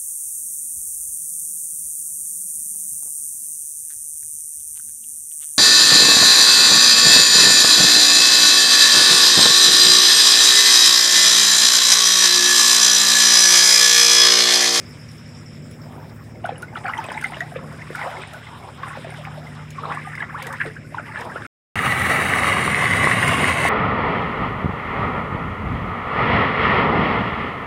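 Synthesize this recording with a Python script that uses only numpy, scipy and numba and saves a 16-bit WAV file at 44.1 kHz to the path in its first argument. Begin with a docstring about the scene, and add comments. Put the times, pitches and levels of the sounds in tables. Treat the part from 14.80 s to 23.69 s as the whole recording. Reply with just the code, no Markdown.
"""Low machine hum, town rumble and a trilling cricket at night on a flooded tiled terrace: noise and sines.
Feet wade through shallow rainwater: filtered impacts slosh, decaying sines plop, short rings and puffs tick.
After a short silence the phone is close to a floor drain: impacts through drifting pipe resonances rush,
sliding sines glug, noise booms, and delayed copies echo off the tiles and kerb."""
import sys
import numpy as np
from scipy import signal
from scipy.fft import rfft, irfft
from scipy.io import wavfile
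from scipy.ndimage import uniform_filter1d, map_coordinates
from numba import njit

SR = 44100
rng = np.random.default_rng(int(sys.argv[2]) if len(sys.argv) > 2 else 0)


def persist_wave(psi):
    """Save psi, clipped to +-1, as 16-bit WAV."""
    counts = np.round(np.clip(psi, -1, 1) * 32767).astype(np.int16)
    wavfile.write(sys.argv[1], SR, np.atleast_2d(counts).T)


N = 392049

# night layers: t/s, rumble level/dB, hum level/dB, far hiss level/dB
NIGHT_LEVELS = [(0.0, -44.5, -43, -49), (1.06, -42.5, -43, -56.5), (1.7, -43.5, -46, -56),
                (2.26, -42, -50, -57), (2.88, -40, -37, -53.5), (3.3, -46, -48.5, -49),
                (4.25, -45.5, -44.5, -57.5), (4.47, -45, -37, -52), (5.7, -45, -41.5, -55.5),
                (6.33, -44, -46, -54.5), (6.55, -40.5, -57, -52)]
# rumble spectrum: f/Hz, level/dB per Hz
RUMBLE_SPECTRUM = [(12, -66), (20, -31.5), (37, -20), (82, -7), (129, -3), (150, -2), (195, -7), (241, -5),
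                   (299, -9.5), (600, -15), (780, -25.5), (1320, -52)]
# weaker steady hums: f/Hz, level/dB
WEAK_HUMS = [(75.3, -54), (100, -51), (113, -48), (125, -54), (188, -56), (226, -54), (243, -54)]
# far insects and dripping roofs, spectrum: f/Hz, level/dB per Hz
FAR_SPECTRUM = [(290, -33.5), (500, -12), (890, -7), (1150, -1.5), (2300, 1.5), (4160, -30), (5320, -1),
                (5630, -13), (6050, -19.5), (7730, -10), (10800, -52), (14800, -48.5), (15700, -46.5)]
# chirps of the near cricket: t/s, level/dB
CHIRP_EVENTS = [(.005, -53), (.056, -48), (0.106, -48), (.19, -45.5), (.285, -48), (.376, -48),
                (0.456, -49), (.488, -50), (.545, -49), (.566, -49), (.658, -46.5), (.729, -49),
                (.821, -52), (.913, -52.5), (1.014, -51), (1.1, -60), (1.2, -59), (1.292, -62), (1.38, -64),
                (1.5, -59)]
# wing strokes of one chirp: level/dB re chirp
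STROKE_LEVELS_DB = [3, 1.5, -3.5, -10]
# thin hisses: start t/s, end t/s, level/dB, low f/Hz, high f/Hz
AIRY_BANDS = [(.82, 1.7, -67, 12800, 17000), (.46, 1.2, -63.5, 6900, 8100)]
# wading: t/s, slosh level/dB, spray level/dB re slosh, fizz level/dB re slosh
WADE_LEVELS = [(0.0, -56, 0, 0), (0.85, -51, -12.5, -8.5), (1.15, -44, -17.5, -17.5),
               (1.5, -49, -17.5, -15), (1.9, -47, -14, -18), (2.19, -35.5, -17, -21),
               (2.52, -40.5, -15, -10.5), (2.66, -40.5, -16, -12), (2.81, -44.5, -15.5, -14),
               (3.08, -41, -14, -12.5), (3.24, -29.5, -21, -21), (3.45, -41, -16.5, -7.5),
               (3.98, -43, -18, -12.5), (4.07, -35.5, -20, -15), (4.5, -42.5, -15.5, -10.5),
               (4.9, -44, -19.5, -12.5), (5.1, -33.5, -23.5, -15), (5.45, -35.5, -24, -25),
               (5.62, -34, -21.5, -16), (5.87, -34.5, -21, -24.5), (6.0, -46.5, -19, -15.5),
               (6.1, -47.5, -14.5, -18), (6.2, -37.5, -24, -27), (6.32, -38.5, -19, -21),
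               (6.4, -32, -20.5, -15), (6.55, -39.5, -18.5, -17)]
# slosh spectrum: f/Hz, level/dB per Hz
SLOSH_SPECTRUM = [(120, -55.5), (200, -19.5), (241, -8.5), (308, -2.5), (415, -4.5), (888, -3),
                  (1290, -4.5), (2030, -2.5), (2800, -12.5), (3640, -36.5), (6160, -120)]
# spray spectrum: f/Hz, level/dB per Hz
SPRAY_SPECTRUM = [(3500, -31), (5000, -4), (6200, -16.5), (7500, -12.5), (9200, -8), (10800, -17),
                  (14800, -23), (15700, -25)]
# spray drops on tiles: t/s, ring peak level/dB, ring f/Hz, splat level/dB
TICK_EVENTS = [(0.9113, -37, 10100, -37), (1.659, -35, 9500, -33.5), (1.7815, -31, 10500, -59),
               (1.821, -37, 9300, -28), (2.062, -38, 4500, -45), (2.081, -41, 7400, -34),
               (2.18, -34, 5940, -34), (2.2398, -37, 8870, -31), (2.264, -33, 8100, -47),
               (2.3192, -32, 8950, -33), (2.326, -35, 5100, -54), (2.345, -34, 3800, -47),
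               (2.373, -36, 7960, -40.5), (2.4122, -32, 8650, -27), (2.428, -40, 4670, -36),
               (2.439, -29, 9200, -29), (2.4687, -32, 8700, -59), (2.5084, -36, 9400, -38),
               (2.604, -36, 6750, -30), (3.154, -45, 7400, -26), (3.42, -35, 8400, -45),
               (3.4746, -36, 8900, -52), (3.5336, -39, 9000, -30), (4.3046, -33.5, 8920, -60),
               (4.9044, -38, 6900, -29), (5.3527, -39, 5050, -36), (5.624, -53, 9250, -21.5),
               (5.667, -41, 7300, -21.5), (5.726, -34, 8650, -27), (5.8697, -37, 8790, -59),
               (6.453, -40, 8790, -54)]
# big bubbles: t/s, peak level/dB, f/Hz, life/ms (clipped to 26), pitch rise/share per life
PLOP_EVENTS = [(1.556, -40, 2110, 4.4, 0.033), (1.643, -18.5, 754, 9.1, -0.13),
               (1.652, -21, 1314, 7.7, 0.2), (1.672, -31, 810, 6.1, -0.047), (1.691, -17.5, 710, 5.8, 0.11),
               (1.709, -29, 2620, 1.8, -0.43), (1.719, -27.5, 450, 11, 0.14),
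               (1.757, -39.5, 2730, 5.3, 0.1), (1.826, -24.5, 1433, 11, 0.013),
               (1.882, -33, 2040, 5, 0.054), (1.925, -32.5, 724, 12, 0.22), (1.953, -34, 2940, 3.2, -0.037),
               (1.956, -20, 1550, 6.3, -0.19), (1.971, -26.5, 696, 8.6, 0.3),
               (1.973, -29, 2070, 7.2, -0.13), (2.043, -22.5, 809, 24, -0.13),
               (2.055, -19, 1830, 5.6, -0.35), (2.066, -21.5, 2480, 2.4, -0.073),
               (2.079, -21.5, 1747, 16, -0.42), (2.095, -23.5, 945, 10.2, 0.61),
               (2.074, -28, 800, 14, -0.021), (2.125, -34, 1950, 4, -0.11), (2.094, -33, 2900, 3.5, 0.006),
               (2.136, -14.5, 2100, 4.3, -0.071), (2.169, -29, 1040, 4.8, -0.065),
               (2.177, -26.5, 3050, 3.1, 0.04), (2.183, -19, 916, 16, -0.025),
               (2.241, -28.5, 2580, 5.1, -0.041), (2.255, -25.5, 1080, 6.3, -0.072),
               (2.287, -19.5, 910, 3.3, -0.33), (2.291, -31, 3240, 3.7, -0.068),
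               (2.3, -28, 2300, 4.3, -0.18), (2.317, -20.5, 790, 3.7, 0.29), (2.348, -30.5, 904, 16, -0.1),
               (2.305, -26, 1610, 6.7, -0.067), (2.365, -25, 770, 13.7, 0.25),
               (2.376, -19, 2210, 4, -0.082), (2.41, -30, 1550, 3.8, 0.062),
               (2.425, -21.5, 1475, 6.2, 0.089), (2.441, -20.5, 1400, 5.7, 0.11),
               (2.443, -12.5, 2014, 5, 0.025), (2.455, -30.5, 760, 12, 0.035),
               (2.498, -31, 850, 9.3, 0.064), (2.52, -28.5, 720, 10, 0.041), (2.521, -29, 1460, 4, -0.11),
               (2.534, -29, 1900, 4.5, 0.12), (2.544, -22, 2640, 2.1, 0.088),
               (2.567, -29.5, 620, 15, 0.038), (2.569, -27, 1550, 3, 0.2), (2.606, -14, 1774, 4.4, 0.088),
               (2.608, -30, 630, 32, 0.19), (2.72, -27, 710, 6.7, -0.038), (2.758, -27.5, 2050, 1.1, -0.17),
               (2.76, -17, 535, 5.6, -0.054), (3.019, -27, 1910, 5.9, 0.1), (3.071, -33, 1210, 5, -0.049),
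               (3.104, -21, 460, 3.8, -0.062), (3.15, -19.5, 1600, 3.5, -.12),
               (3.188, -25.5, 1305, 10.6, 0.16), (3.214, -22, 2160, 5.6, -0.051),
               (3.225, -19.5, 1930, 3, -0.016), (3.246, -26.5, 1240, 16, -0.34),
               (3.257, -29, 505, 17, 0.14), (3.27, -22.5, 734, 11, -0.033), (3.312, -32, 1980, 5.4, 0),
               (3.368, -31, 2070, 5.7, 0.056), (3.418, -28, 2410, 4, 0.031), (3.42, -35.5, 2960, 7.3, 0.24),
               (3.436, -22, 2250, 1.7, -0.13), (3.529, -36, 1270, 30, .14), (3.544, -28.5, 1590, 4.5, -0.1),
               (3.668, -34, 2150, 8, -0.077), (3.721, -39, 985, 15, 0), (3.826, -39, 2210, 8.2, 0),
               (3.874, -35, 824, 6, 0.17), (3.887, -27.5, 940, 4.1, 0.055), (4.031, -27, 1610, 11, -0.062),
               (4.031, -20.5, 1200, 9.1, -0.11), (4.1, -32.5, 1056, 30, 0.053),
               (4.151, -31, 915, 8.4, 0.083), (4.172, -24, 604, 4.9, -0.067),
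               (4.245, -25, 675, 12.5, -0.03), (4.268, -31, 700, 7, -0.28), (4.293, -30, 934, 4.4, -0.4),
               (4.321, -30, 715, 8, 0.054), (4.346, -30, 1610, 3, -0.033), (4.41, -31, 800, 5.5, -0.13),
               (4.383, -32.5, 670, 19, -0.14), (4.451, -23, 1470, 1.7, 0.72),
               (4.467, -32.5, 818, 20, -0.085), (4.667, -32, 2030, 9.8, 0.018),
               (4.792, -32, 1340, 4.3, -0.028), (4.982, -22, 1076, 8.7, 0.037),
               (5.034, -23.5, 1265, 12, -0.028), (5.09, -28, 818, 20, 0.8), (5.053, -19.5, 1250, 4, -0.19),
               (5.115, -18.5, 1160, 4.5, -0.092), (5.124, -21, 1400, 3.5, -0.49),
               (5.172, -20.5, 1010, 4.8, 0.17), (5.245, -31, 1210, 26, 0.0082),
               (5.27, -27, 806, 11.5, -0.072), (5.352, -23, 2050, 2.7, 0.035),
               (5.378, -24.5, 2040, 8, -0.012), (5.403, -19.5, 1750, 9.3, -0.054),
               (5.421, -18.5, 2240, 9.3, -0.18), (5.424, -25, 1530, 7.6, -0.35),
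               (5.494, -26.5, 995, 10.6, 0.65), (5.54, -23.5, 780, 24.5, 1), (5.62, -23, 2000, 3, 0.13),
               (5.66, -31.5, 490, 15, -0.17), (5.67, -22, 2100, 3.9, -0.095), (5.696, -33, 1053, 31, 0.33),
               (5.801, -16, 1875, 8, -0.18), (5.806, -23, 1880, 5.7, 0.31), (5.813, -13, 1400, 5.9, 0.37),
               (5.848, -29.5, 860, 20, -0.79), (5.859, -25.5, 422, 28, 0.048),
               (5.964, -26, 1490, 7.1, 0.12), (6.123, -32.5, 716, 7.2, -0.16),
               (6.169, -27, 852, 9.4, -0.0047), (6.194, -27, 710, 7.6, -0.14), (6.294, -33, 970, 11, -0.12),
               (6.145, -21, 1005, 6.2, -0.032), (6.181, -21, 1610, 10, -0.21),
               (6.359, -13, 1460, 1.3, 0.14), (6.371, -26, 1710, 7.6, 0), (6.414, -26, 1520, 6.5, 0.26),
               (6.498, -32, 1910, 9.4, -0.052), (6.517, -27, 1580, 6.6, 0.022),
               (6.559, -20, 610, 2.2, -0.07), (6.552, -26.5, 1160, 27, 0.48),
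               (6.621, -23, 1750, 3.4, -0.15), (6.65, -28, 1350, 5.5, 0.03)]
# drain: t/s, rush level/dB
DRAIN_LEVELS = [(6.96, -23.5), (7.324, -19.5), (7.5, -21), (8.652, -19), (8.75, -20.5), (8.862, -18.5)]
# rush spectrum: f/Hz, level/dB per Hz
RUSH_SPECTRUM = [(150, -17), (250, -1.5), (313, -8.5), (443, -9), (983, -11.5), (1370, -21), (2020, -2),
                 (2450, -26), (2810, -11), (3200, -15), (3480, -17), (3820, -22), (4250, -81), (6000, -38),
                 (7800, -28.5), (13200, -120)]
# drain pipe air, shifting as the phone nears: first f/Hz, last f/Hz, width/Hz, first level/dB, last level/dB
PIPE_MODES = [(796, 646, 100, -10.5, -24), (1254, 1028, 230, -0.5, -5), (1524, 1446, 164, -4.5, -7.5),
              (1795, 1930, 170, -4, -11), (1952, 2018, 300, 2.5, 1)]
# drain fizz spectrum: f/Hz, level/dB per Hz
FIZZ_SPECTRUM = [(2350, -40), (4000, 4.5), (4240, -6), (4480, 1.5), (4830, -4.5), (5800, -6.5),
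                 (7990, -4.5), (9160, 8.5), (10500, -7.5), (13400, -13), (15700, -17)]
# tile and kerb echoes: lag/ms, drift/ms as the hand moves, level/dB
DRAIN_ECHOES = [(0.548, 0.06, -9), (1.902, 0.08, -9), (2.4, .08, -9.5), (3.2, 0.08, -5)]
# pipe boom spectrum: f/Hz, level/dB per Hz
BOOM_SPECTRUM = [(12, -76), (20, -48), (37, -24), (62, -15.5), (80, 2), (152, 2), (248, -7), (311, -22.5),
                 (400, -9.5), (520, -49), (880, -120)]
# glugs: t/s, peak level/dB, f/Hz
GLUG_EVENTS = [(6.991, -9, 1900), (7.067, -9, 1220), (7.079, -10, 1950), (7.123, -9, 1930),
               (7.176, -15, 1960), (7.252, -17, 1900), (7.317, -12, 1830), (7.383, -20, 1930),
               (7.527, -16, 1900), (7.537, -7, 1830), (7.634, -9, 2020), (7.644, -9, 1200),
               (7.769, -9, 1090), (7.878, -8, 1120), (7.946, -6.5, 2000), (8.025, -12.5, 1100),
               (8.056, -10, 2030), (8.136, -7, 2000), (8.243, -4.5, 1940), (8.272, -7, 1070),
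               (8.314, -7.5, 1870), (8.428, -8, 1850), (8.643, -7, 1920), (8.727, -15, 2100),
               (8.852, -6, 750), (8.861, -12, 1970)]

SILENCE_START_S, SILENCE_END_S = 6.666, 6.956
TOP_HZ = 15800
HUM_HZ = 151.2
CHIRP_HZ, STROKES_PER_S, CHIRP_FALL_HZ_PER_LIFE = 5730, 49, 622
BUBBLE_HZ, BUBBLE_WANDER_OCT, BUBBLE_WANDERS_PER_S = 1144, 0.509, 8
GURGLE_DB, STIRRED_FROM_S = -4.5, 1.55
PATCH_DB, PATCH_S, PATCH_OCT = 4, .035, 0.451
PING_DB, PING_HZ, PING_OCT = -12.5, 8950, .25
WOBBLE_DB, WOBBLES_PER_S = 1.8, 300
SPATTER_DB, SPATTER_S, SPATTER_HZ = -20, 0.012, 1897  # level re plop peak
PIPE_DB = 1.5
FIZZ_DB, FIZZ_START_DB, FIZZ_BUILD_S = -17.5, -3.5, 0.16  # start re final level
MIST_DB, MIST_HZ, MIST_PEAK_S, MIST_SLOPE_DB_PER_S = -19.5, 6500, 0.26, 24
GUST_DB, GUSTS_PER_S = 1.1, 40
BOOM_DB, BOOM_GROWS_DB_PER_S = -8.5, 1  # the phone comes nearer to the pipe mouth
GLUG_LIFE_MS, GLUG_RISE_SHARE = 3.8, 0.013
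KNOCK_DB, KNOCK_MS = -1.5, 1


def undb(db):
    """Amplitude from dB."""
    return 10 ** (np.asarray(db) / 20)


def unit(x):
    """Scale to rms 1."""
    return x / np.sqrt(np.mean(x ** 2))


def curves(table):
    """Interpolate each column over time, per sample."""
    s, *columns = np.transpose(table)
    return [np.interp(np.arange(N) / SR, s, c) for c in columns]


def colour(x, spectrum):
    """Causal minimum-phase filter of the given shape, from the folded cepstrum; rms 1."""
    hz, db = np.transpose(spectrum)
    log_hz = np.log(np.maximum(np.fft.rfftfreq(8192, 1 / SR), 1))
    shape_db = np.interp(log_hz, np.log(hz), db, left=db[0] - 30.5, right=db[-1] - 37.0)
    cepstrum = irfft(shape_db * np.log(10) / 20)
    cepstrum[1:4096] *= 2
    response = irfft(np.exp(rfft(cepstrum[:4097], 8192)))
    return unit(signal.fftconvolve(x, response)[:N])


def bandpass(x, order, low_hz, high_hz):
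    """Butterworth band-pass."""
    return signal.sosfilt(signal.butter(order, [low_hz, high_hz], "band", fs=SR, output="sos"), x)


def highpass(x, order, hz):
    """Butterworth high-pass."""
    return signal.sosfilt(signal.butter(order, hz, "high", fs=SR, output="sos"), x)


def walk(rate):
    """Straight ramps between random levels, one every 1 / rate s; rms 1."""
    k = int(SR / rate)
    held = np.repeat(rng.standard_normal(N // k + 1), k)
    return unit(uniform_filter1d(held, k)[:N])


def sizes(spread_db, count):
    """Amplitudes: many small, few large, none huge."""
    return undb(spread_db * np.minimum(rng.exponential(size=count), 3.5))


def patter(rate, spread_db, hiss):
    """Random droplet impacts over a share of smooth hiss."""
    hits = (rng.random(N) < rate / SR) * rng.standard_normal(N) * sizes(spread_db, count=N)
    return unit(hits) + hiss * rng.standard_normal(N)


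def sizzle(rate, spread_db, hiss):
    """Droplets as brief soft-edged puffs of noise over smooth hiss."""
    hits = (rng.random(N) < rate / SR) * sizes(spread_db, count=N)
    puffs = signal.fftconvolve(hits, np.hanning(SR // 200), "same")
    return (unit(puffs) + hiss) * rng.standard_normal(N)


@njit
def ring(n, start, size, hz, life_s, rise, swell, fade):
    """Sines that swell, fade over their life and slide in pitch, as bubbles do near the surface."""
    y = np.zeros(n)
    for k in range(len(start)):
        length, phase = life_s[k] * SR, 0.
        for i in range(min(int(3 * length), n - start[k])):
            u = i / length
            phase += 2 * np.pi * hz[k] * (1 + rise[k] * min(u, 1.2)) / SR
            envelope = min(u / swell, 1.) * np.exp(-fade * max(u - swell, 0.) ** 1.5)
            y[start[k] + i] += size[k] * np.sin(phase) * envelope
    return y


def big_bubbles(s, db, hz, life_ms, rise, swell, fade):
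    """Single bubbles at given times, lives held to 1-26 ms."""
    life_s = np.clip(life_ms, 1, 26) / 1000
    return ring(N, (s * SR).astype(np.int64), undb(db), hz, life_s, rise, swell, fade)


def swarm(centre_hz, octaves, cycles, spread_db, count):
    """Many small bubbles scattered in time, with pitches around a moving centre; rms 1."""
    when, life, slide = rng.random((count, 3)).T
    start = (when * N).astype(np.int64)
    hz = np.clip(centre_hz[start] * 2 ** (octaves * rng.standard_normal(count)), 350, 3400)
    life_s = cycles * (0.61 + life) / hz
    return unit(ring(N, start, sizes(spread_db, count=count), hz, life_s, 0.312 * slide - .1, 0.12, 0.62))


def machine_hum(level_db):
    """Machine hums: steady sines, each drifting in level."""
    t = np.arange(N) / SR
    hum = undb(level_db + .7 * walk(3)) * np.sin(2 * np.pi * HUM_HZ * t)
    for hz, db in WEAK_HUMS:
        hum = hum + undb(db + 2 * walk(1.5)) * np.sin(2 * np.pi * hz * t)
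    return np.sqrt(2) * hum  # dB are rms


def town_rumble(level_db):
    """Town rumble: low coloured noise of wandering level."""
    return colour(rng.standard_normal(N), RUMBLE_SPECTRUM) * undb(level_db + 1.1 * walk(5.4))


def far_hiss(level_db):
    """Blurred hiss of far insects and dripping roofs: coloured noise."""
    return undb(level_db) * colour(rng.standard_normal(N), FAR_SPECTRUM)


def cricket():
    """Chirps of a few wing strokes, each a short tone that falls in pitch; walls nearby echo them."""
    chirp_s, chirp_db = np.transpose(CHIRP_EVENTS)
    s = (chirp_s[:, None] + np.arange(len(STROKE_LEVELS_DB)) / STROKES_PER_S).ravel()
    db = (chirp_db[:, None] + STROKE_LEVELS_DB).ravel()
    size = undb(db + 1.2 * rng.standard_normal(len(s)))
    hz = CHIRP_HZ * (1 + 0.0166 * rng.standard_normal(len(s)))
    fall = -CHIRP_FALL_HZ_PER_LIFE / hz
    strokes = ring(N, (s * SR).astype(np.int64), size, hz, np.full(len(s), 0.0105), fall, 0.44, 1.3)
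    direct = strokes * undb(2.5 * walk(400))  # rough wings
    first_echo = undb(-6.5) * np.roll(direct, int(0.01 * SR))
    return direct + first_echo + undb(-9) * np.roll(direct, int(0.024 * SR))


def slosh(stirred):
    """Sloshing water: impacts, small bubbles once the feet stir it, and bursting droplets."""
    centre_hz = BUBBLE_HZ * 2 ** (BUBBLE_WANDER_OCT * walk(BUBBLE_WANDERS_PER_S))
    wash = colour(patter(1700, 1.1, 0.69), SLOSH_SPECTRUM) * undb(2 * walk(40))
    gurgle = colour(swarm(centre_hz, 0.5944, 12, 2.0, count=1500), SLOSH_SPECTRUM)
    # droplets burst after a few cycles
    crackle = colour(swarm(1.287 * centre_hz, 0.592, 3.93, 0.99, count=5000), SLOSH_SPECTRUM)
    mix = undb(-13) * wash + stirred * undb(GURGLE_DB) * gurgle + undb(-3) * crackle
    return undb(stirred * walk(16)) * mix


def spray(stirred):
    """Treble spray: noise puffs over hiss, plus tiny ringing droplets once the water is stirred."""
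    puffs = colour(sizzle(83, 3.7, 3.9), SPRAY_SPECTRUM) * undb(walk(30))
    return puffs + stirred * undb(PING_DB) * pings(count=400)


def pings(count):
    """Tiny droplets, each a few cycles of a high tone; rms 1."""
    hz = np.clip(PING_HZ * 2 ** (PING_OCT * rng.standard_normal(count)), 4000, 15000)
    start = rng.integers(N, size=count)
    return unit(ring(N, start, sizes(3, count=count), hz, 9 / hz, 0 * hz, .5, 2.))


def wading_fizz():
    """Fizz of the stepped water: dense impacts in one band, of fluttering level."""
    return unit(bandpass(patter(2500, 2.5, 1.6), 4, 2300, 3900)) * undb(1.5 * walk(35))


def patchy(x):
    """Each small region of pitch and time gets louder or softer on its own; rms kept."""
    hz, s, z = signal.stft(x, SR, nperseg=256)
    rows, columns = np.meshgrid(np.log2(1 + hz / 200) / PATCH_OCT, s / PATCH_S, indexing="ij")
    field = map_coordinates(rng.standard_normal((40, 1000)), [rows, columns], order=1, mode="wrap")
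    patched = signal.istft(z * undb(PATCH_DB * field), SR, nperseg=256)[1][:N]
    return unit(patched) * np.sqrt(np.mean(x ** 2))


def airy():
    """Thin high noise bands that shimmer, start at once and fade over their last third."""
    out = 0
    for start_s, end_s, db, low_hz, high_hz in AIRY_BANDS:
        u = (np.arange(N) / SR - start_s) / (end_s - start_s)
        hiss = unit(bandpass(rng.standard_normal(N), 4, low_hz, high_hz)) * undb(db + 2.5 * walk(29.9))
        out = out + hiss * (u > 0) * np.clip(3 * (1 - u), 0, 1)
    return out


def night():
    """Town rumble, machine hums, one near cricket, thin hisses and the far hiss summed."""
    rumble_db, hum_db, far_db = curves(NIGHT_LEVELS)
    return machine_hum(hum_db) + town_rumble(rumble_db) + far_hiss(far_db) + cricket() + airy()


def drops():
    """Spray hits the tiles: a short bright ring and a broad splat."""
    s, db, hz, splat_db = np.transpose(TICK_EVENTS)
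    start = (s * SR).astype(np.int64)
    rings = ring(N, start, undb(db), hz, 12 / hz, 0 * s, 0.45, 1.7)
    blows = np.zeros(N)
    blows[start] = undb(splat_db)
    t = np.arange(SR // 50) / SR
    envelope = np.exp(-t / 0.0029) * np.minimum(t / 0.0021, 1) ** 2
    splat = rng.standard_normal(N) * signal.fftconvolve(blows, envelope)[:N]
    return rings + bandpass(splat, 1, 1500, 9000)


def spatter():
    """Each big bubble comes amid a short shower of droplets, from a little before it."""
    s, db = np.transpose(PLOP_EVENTS)[:2]
    blows = np.zeros(N)
    np.add.at(blows, (s * SR).astype(np.int64), undb(db + SPATTER_DB))
    t = np.arange(-SR // 20, SR // 20) / SR
    spread = np.exp(-np.abs(t) / np.where(t < 0, 0.33 * SPATTER_S, SPATTER_S))
    shower = signal.fftconvolve(blows, spread, "same")
    return shower * swarm(np.full(N, float(SPATTER_HZ)), 0.474, 3.6, 1.3, count=4000)


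def plops():
    """Big bubbles: decaying sliding sines, their ring broken up by ripples."""
    return big_bubbles(*np.transpose(PLOP_EVENTS), 0.32, 1.3) * undb(WOBBLE_DB * walk(WOBBLES_PER_S))


def wall_tail(near):
    """Terrace walls smear the near sounds: decaying noise, 60 dB down in 0.13 s."""
    t = np.arange(SR // 5) / SR
    tail = rng.standard_normal(len(t)) * 1000 ** (-t / 0.13) * (t > .003)
    return undb(-7) * signal.fftconvolve(near, tail / np.sqrt(np.sum(tail ** 2)))[:N]


def wading():
    """Patchy slosh, spray and fizz under near plops, spatter and drops with their wall tail."""
    db, spray_db, fizz_db = curves(WADE_LEVELS)
    stirred = np.arange(N) / SR > STIRRED_FROM_S
    water = slosh(stirred) + undb(spray_db) * spray(stirred) + undb(fizz_db) * wading_fizz()
    near = drops() + plops() + spatter()
    return undb(db) * patchy(water) + near + wall_tail(near)


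@njit
def resonate(x, hz, width):
    """Band-pass with a moving centre, gain 1 at the centre."""
    y, band, low = np.empty(len(x)), 0., 0.
    for i in range(len(x)):
        g, k = np.tan(np.pi * hz[i] / SR), width / hz[i]
        v = (band + g * (x[i] - low)) / (1 + g * (g + k))
        band, low, y[i] = 2 * v - band, low + 2 * g * v, k * v
    return y


def pipe_air(beats, nearer):
    """Impacts excite the air in the pipe: steep resonances of moving pitch and level; rms 1."""
    out = 0
    for hz0, hz1, width, db0, db1 in PIPE_MODES:
        hz = (hz0 + (hz1 - hz0) * nearer) * (1 + 0.0074 * walk(6))
        mode = resonate(resonate(beats, hz, float(width)), hz, float(width))
        out = out + undb(db0 + (db1 - db0) * nearer) * mode / np.sqrt(width)
    return unit(out)


def rush(nearer):
    """Falling water beats on the pipe mouth: dense impacts, froth bubbles and pipe resonances."""
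    froth = swarm(np.full(N, 1500.), 0.789, 5.15, 0.6, count=16000) + 0.5 * rng.standard_normal(N)
    beats = patter(2000, 1.8, 1.05)
    fall = undb(-3.0) * colour(beats + undb(-4.0) * froth, RUSH_SPECTRUM)
    return fall + undb(PIPE_DB) * pipe_air(beats, nearer)


def drain_fizz(since_s):
    """Fizz of dense impacts that starts weaker and builds up."""
    level_db = FIZZ_DB + FIZZ_START_DB * np.exp(-since_s / FIZZ_BUILD_S) + walk(50)
    return colour(patter(2800, 2.7, 1.0), FIZZ_SPECTRUM) * undb(level_db)


def mist(since_s):
    """Finest spray: high-passed impacts, swelling to a peak and thinning out."""
    level_db = MIST_DB - MIST_SLOPE_DB_PER_S * np.abs(since_s - MIST_PEAK_S)
    return unit(highpass(patter(2500, 2.5, 1.3), 3, MIST_HZ)) * undb(level_db)


def tile_echoes(water):
    """Tiles and kerb echo the drain at drifting lags; only the short waves bounce back sharply."""
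    bright = highpass(water, 2, 2600)
    out, n = 0, np.arange(N)
    for lag_ms, drift_ms, db in DRAIN_ECHOES:
        delay = (lag_ms + drift_ms * walk(3.0)) * SR / 1000
        out = out + undb(db) * np.interp(n - delay, n, bright)
    return out


def boom(db, since_s):
    """Boom of the pipe: low coloured noise that grows relative to the rush."""
    level_db = db + BOOM_DB + BOOM_GROWS_DB_PER_S * since_s + 1.1 * walk(16)
    return colour(rng.standard_normal(N), BOOM_SPECTRUM) * undb(level_db)


def glugs():
    """Bubbles in the drain, each started by a shorter slap at the same pitch."""
    s, db, hz = np.transpose(GLUG_EVENTS)
    life_ms, rise = np.full(len(s), GLUG_LIFE_MS), np.full(len(s), GLUG_RISE_SHARE)
    bubbles = big_bubbles(s, db, hz, life_ms, rise, 0.3, 3.6)
    return bubbles + big_bubbles(s, db + KNOCK_DB, hz, np.full(len(s), KNOCK_MS), 0 * s, 0.13, 3.)


def drain():
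    """Fluttering flow of rush, fizz and mist with its echoes, plus boom and glugs."""
    db, = curves(DRAIN_LEVELS)
    since_s = np.maximum(np.arange(N) / SR - SILENCE_END_S, 0)
    nearer = since_s / since_s[-1]
    flow = rush(nearer) + drain_fizz(since_s) + mist(since_s)
    water = undb(db + GUST_DB * walk(GUSTS_PER_S)) * flow
    return water + tile_echoes(water) + boom(db, since_s) + glugs()


def scene():
    """Terrace, silence, then drain."""
    t = np.arange(N) / SR
    return np.where(t < SILENCE_START_S, wading() + night(), (t > SILENCE_END_S) * drain())[None]


def record(dry):
    """The phone rounds the loudest peaks and cuts the top."""
    rounded = np.tanh(.6 * dry) / .6
    return signal.sosfilt(signal.ellip(10, .2, 70, TOP_HZ, fs=SR, output="sos"), rounded)


dry = scene()
out = record(dry)
persist_wave(out)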